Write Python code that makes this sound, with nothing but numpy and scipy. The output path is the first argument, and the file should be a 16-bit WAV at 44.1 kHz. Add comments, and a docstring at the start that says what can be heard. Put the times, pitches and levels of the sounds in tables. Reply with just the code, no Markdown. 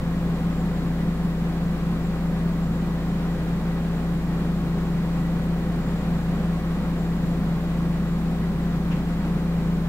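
"""A room, across which a small vacuum pump runs steadily, heard by two closely spaced microphones.
Motor and seven-blade fan are sums of sine waves on their shaft orders; faint side tones beat with the hum.
Air rushing through ringing cavities is noise shaped by resonances and echoes; a thin whistle of
narrow-band noise wavers and chirps above. Near the end a soft brush is a decaying burst of noise."""
import sys
import numpy as np
from scipy import signal
from scipy.fft import rfft, irfft
from scipy.io import wavfile

SR = 44100
rng = np.random.default_rng(int(sys.argv[2]) if len(sys.argv) > 2 else 0)


def file_out(sig):
    """Save sig as 16-bit WAV at sys.argv[1]."""
    # one column per channel
    cols = np.atleast_2d(sig).T
    # limit, then scale
    lim = np.clip(cols, -1, 1)
    pcm = np.round(lim * 32767).astype(np.int16)
    wavfile.write(sys.argv[1], SR, pcm)


N = 435708
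TIME = np.arange(N) / SR  # s
FREQ = np.maximum(np.fft.rfftfreq(N, 1 / SR), 1)  # Hz, kept above zero for the logarithm
SIDES = np.array([[.5], [-.5]])  # left, right: half of any difference goes to each

PUMP_HZ, FAN_HZ = 57.742, 24.035  # mean turns per second
# The load on the motor grows as the bag empties, and its hum with it.
LOAD_DB_PER_S = 0.05
# Lead of the left microphone for direct sound, and travel time across the pair.
LEAD_MS, SPACING_MS = 0.12, 0.21
TOP_HZ = 15700  # upper edge of the microphones' band
BRUSH_S, BRUSH_DB = 8.91, -73  # start; dB per Hz before colour and envelope

# Motor lines; the high orders are the rotor slots' whine.
# Each row: shaft order, level in dB before trim and waver, left minus right in dB.
PUMP_LINES = [(1, -32.9, 1.9), (2, -46.7, 2.2), (3, -42.4, 0.7), (4, -46.8, 0.2), (5, -45.5, -1.5),
              (6, -49.6, -0.8), (7, -48.6, 1.4), (9, -58.5, -1.4), (10, -55.4, -2.4), (12, -61.5, -2.5),
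              (13, -57.6, -2.5), (14, -59.3, -0.6), (15, -66.3, -7.0), (19, -66.1, -1.7), (21, -65.4, -1.5),
              (22, -65.0, -0.4), (27, -66.4, 2.7), (38, -68.9, 7.9), (64, -73.3, 12.6), (66, -75.0, 11.1),
              (67, -78.8, 13.1), (68, -83.6, 20.3), (70, -74.8, 2.9), (71, -72.1, 9.3), (77, -75.9, 10.4),
              (78, -74.0, -0.1)]
# Fan lines; order 7 is the blade tone.
# Each row: shaft order, level in dB before trim and flutter, left minus right in dB.
FAN_LINES = [(1, -37.1, 0.1), (6, -48.7, 1.0), (7, -26.2, 1.3), (8, -38.2, -0.4), (13, -52.1, 1.3),
             (14, -51.8, -0.2), (21, -53.2, 0.2)]
# Swell of the blade tone, used about its own mean. Each row: time in seconds, level in dB.
BLADE_SWELL = [(0.0, -27.5), (1.9, -27.5), (2.5, -25.5), (3.1, -28), (5.2, -26.3), (6.0, -28), (7.5, -27),
               (9.2, -27.5), (9.7, -26)]
# Faint tones beside the hum. 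Each row: frequency in Hz, level in dB before waver.
SIDE_LINES = [(139.4, -43), (255.1, -43), (370.6, -53.5)]
# Rushing air before resonances and echoes. Each row: frequency in Hz, level in dB per Hz.
AIR_SPECTRUM = [(20, -67), (70, -67), (125, -61), (240, -60.5), (400, -65), (620, -69), (1100, -73),
                (1700, -76), (2400, -82.5), (3300, -85), (4200, -87.5), (5500, -95.5), (9000, -100),
                (15500, -112)]
# Housing and room resonances that colour the air.
# Each row: centre in Hz, full width at half the lift in Hz, lift in dB.
CAVITY_RESONANCES = [(144, 10, 9.5), (154, 12, 0), (172, 6, 3.5), (197.5, 31.7, 13.5), (308.8, 2.3, 4.5),
                     (511.5, 15.4, 6.5), (745, 42, 3), (1036, 13, 4), (1096, 29, 5.5), (1263, 42, 2),
                     (1944, 34, 7.5), (2406, 70, 4.5)]
# Reflections from desk and walls. Each row: delay in ms, level in dB.
REFLECTIONS = [(4.22, -27), (12.78, -23), (28.96, -26), (37.82, -23), (41.34, -27)]
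# Share of the upper rush's power that comes straight. Each row: frequency in Hz, share from 0 to 1.
DIRECT_SHARE = [(300, 0.18), (600, 0.34), (1100, 0.5), (2000, 0.42), (4000, 0.34), (9000, .3)]
# Stereo balance of the air. Each row: frequency in Hz, left minus right in dB.
AIR_BALANCE = [(170, -0.5), (500, 1.0), (1200, -1.0), (2500, 0.7), (4500, 3.0), (9000, 4.5)]
# Whistle bands before trim and flares.
# Each row: centre in Hz, half width at half amplitude in Hz, peak in dB per Hz.
WHISTLE_BANDS = [(7220, 45, -89.5), (7440, 48, -88.5)]
# Short flares of the whistle. Each row: peak time in seconds, width at half lift in seconds, lift in dB.
WHISTLE_CHIRPS = [(0.60, .07, 6), (0.83, .15, 4.5), (2.06, .06, 10), (2.76, .14, 5), (5.88, .16, 3.5),
                  (7.00, .06, 5), (7.31, .09, 6), (8.12, .12, 5)]
# Colour of the soft brush. Each row: frequency in Hz, relative level in dB.
BRUSH_COLOUR = [(700, -20), (1800, -7), (2700, 1), (3600, -11), (7000, -23), (12000, -36)]
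# Microphone hiss. Each row: frequency in Hz, level in dB per Hz.
HISS_SPECTRUM = [(1000, -90), (6000, -95.5), (10000, -99), (15500, -95)]


def undb(db):
    """Amplitude ratio: a gain of ten for every 20 decibels."""
    return 10 ** (np.asarray(db) / 20)


def swing(curve):
    """Slow amplitude modulation: a level curve in dB about the mean of its points, for every sample."""
    s, db = np.transpose(curve)
    return np.interp(TIME, s, db - db.mean())


def colour(points):
    """Spectral envelope: points joined by straight lines on a log-frequency axis."""
    hz, db = np.transpose(points)
    return np.interp(np.log(FREQ), np.log(hz), db)


def bell(hz, width):
    """Resonance curve (Lorentzian): 1 at its centre and one half at half the width to either side."""
    return 1 / (1 + (2 * (FREQ - hz) / width) ** 2)


def white():
    """White noise: the spectrum of fresh random samples with unit power per Hz."""
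    return rfft(rng.standard_normal(N)) * np.sqrt(SR / 2)


def walk(rate):
    """Random modulation: noise under a Gaussian low-pass of rate Hz, with mean 0 and spread 1."""
    slow = irfft(white() * np.exp(-(np.fft.rfftfreq(N, 1 / SR) / rate) ** 2), N)
    return (slow - slow.mean()) / slow.std()


def room_noise(gain, direct=0.34):
    """Spatial coherence: direct sound reaches the left first; the diffuse field is alike only in the bass."""
    direct = np.clip(direct, 0, 1)
    straight = white() * np.exp(2j * np.pi * FREQ * SIDES * LEAD_MS / 1000)
    coherence = np.sinc(2 * FREQ * SPACING_MS / 1000)
    common = white() * np.sqrt((1 + coherence) / 2)
    opposed = 2 * SIDES * white() * np.sqrt((1 - coherence) / 2)
    field = np.sqrt(direct) * straight + np.sqrt(1 - direct) * (common + opposed)
    return irfft(gain * field, N)


def tone(cycles, hz, db, pan_db):
    """Pure tone: a sine of given rms level and random starting phase, leading at the left microphone."""
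    lead = SIDES * hz * LEAD_MS / 1000  # cycles
    amplitude = np.sqrt(2) * undb(db) * undb(SIDES * pan_db)
    return amplitude * np.sin(2 * np.pi * (cycles + rng.random() + lead))


def turns(hz, drift):
    """Phase as the integral of speed: turns of a shaft whose speed wanders by the share drift."""
    return np.cumsum(hz * (1 + drift * walk(0.56))) / SR


def pump(hum_db=0.1, waver_db=1.5):
    """Harmonics of rotation: order 1 grows with load; upper lines waver as paths through the room shift."""
    shaft = turns(PUMP_HZ, .00008)
    load_db = hum_db + LOAD_DB_PER_S * (TIME - TIME.mean())
    out = 0
    for order, db, pan_db in PUMP_LINES:
        if order == 1:
            change = load_db
        else:
            change = waver_db * min(order / 6, 1) * walk(1.7)
        out = out + tone(order * shaft, order * PUMP_HZ, db + change, pan_db)
    return out


def fan(blade_db=0.4, rest_db=0.3, flutter_db=0.6, blade_flutter_db=0.4):
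    """Blade passing: the blade tone swells slowly; uneven blades add shaft orders that flutter in the flow."""
    shaft = turns(FAN_HZ, .0007)
    out = 0
    for order, db, pan_db in FAN_LINES:
        flutter = walk(2.9)
        if order == 7:
            change = blade_db + swing(BLADE_SWELL) + blade_flutter_db * flutter
        else:
            change = rest_db + flutter_db * min(order / 8, 1) * flutter
        out = out + tone(order * shaft, order * FAN_HZ, db + change, pan_db)
    return out


def side_tones(waver_db=1.5):
    """Beating: faint steady-pitched tones between the orders interfere with the hum."""
    return sum(tone(hz * TIME, hz, db + waver_db * walk(2.2), 0) for hz, db in SIDE_LINES)


def air(churn_top_hz=300, churn_db=0.3, gust_db=1.24, gusts_hz=6.2, flicker_db=0.47, swell_db=0.24):
    """Turbulence exciting cavities: the low part churns in quick random gusts, the upper rush only flickers."""
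    lift_db = sum(db * bell(hz, width) for hz, width, db in CAVITY_RESONANCES)
    gain = undb(colour(AIR_SPECTRUM) + lift_db)
    # The reflections comb the rush and make it slightly hollow.
    echoes = sum(undb(db) * np.exp(-2j * np.pi * FREQ * ms / 1000) for ms, db in REFLECTIONS)
    gain = gain * (1 + echoes) * undb(SIDES * colour(AIR_BALANCE))
    low_share = 1 / (1 + (FREQ / churn_top_hz) ** 6)  # share of power
    churn = room_noise(gain * np.sqrt(low_share), direct=0.25)
    churn = churn * undb(churn_db + gust_db * walk(gusts_hz))
    rush = room_noise(gain * np.sqrt(1 - low_share), direct=colour(DIRECT_SHARE))
    rush = rush * undb(flicker_db * walk(12.0) + swell_db * walk(1.6))
    return churn + rush


def whistle(rest_db=-0.5, waver_db=1.5, wavers_hz=10.5, pan_db=2.5):
    """Narrow-band noise of air through a narrow gap: it wavers at random and flares in smooth chirps."""
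    gain = sum(undb(db) * bell(hz, 2 * width) for hz, width, db in WHISTLE_BANDS)
    flare_db = sum(db * .5 ** ((2 * (TIME - s) / length) ** 2) for s, length, db in WHISTLE_CHIRPS)
    level_db = rest_db + flare_db + waver_db * walk(wavers_hz) + SIDES * pan_db
    return room_noise(gain, direct=0.56) * undb(level_db)


def brush(rise_s=.004, contact_s=0.024, tail_db=-6, t60_s=0.62):
    """Friction and reverberation: a short scuff of noise, then an exponential tail dying away in the room."""
    age = np.maximum(TIME - BRUSH_S, 0)
    rise = 1 - np.exp(-age / rise_s)
    contact = np.exp(-age / contact_s)
    tail = undb(tail_db) * np.exp(-np.log(1000) * age / t60_s)  # falls 60 dB in t60_s
    scuff = room_noise(undb(BRUSH_DB + colour(BRUSH_COLOUR)), direct=.1)
    return scuff * rise * (contact + tail)


def scene():
    """Superposition: the pressures of all sources add at the two microphones."""
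    return pump() + fan() + side_tones() + air() + whistle() + brush()


def record(dry):
    """Self-noise and band limit: each microphone adds its own hiss, and the top is cut steeply."""
    hiss = irfft(np.array([white(), white()]) * undb(colour(HISS_SPECTRUM)), N)
    low_pass = signal.ellip(14, .1, 90, TOP_HZ, fs=SR, output="sos")
    return signal.sosfilt(low_pass, dry + hiss)


dry = scene()
out = record(dry)
file_out(out)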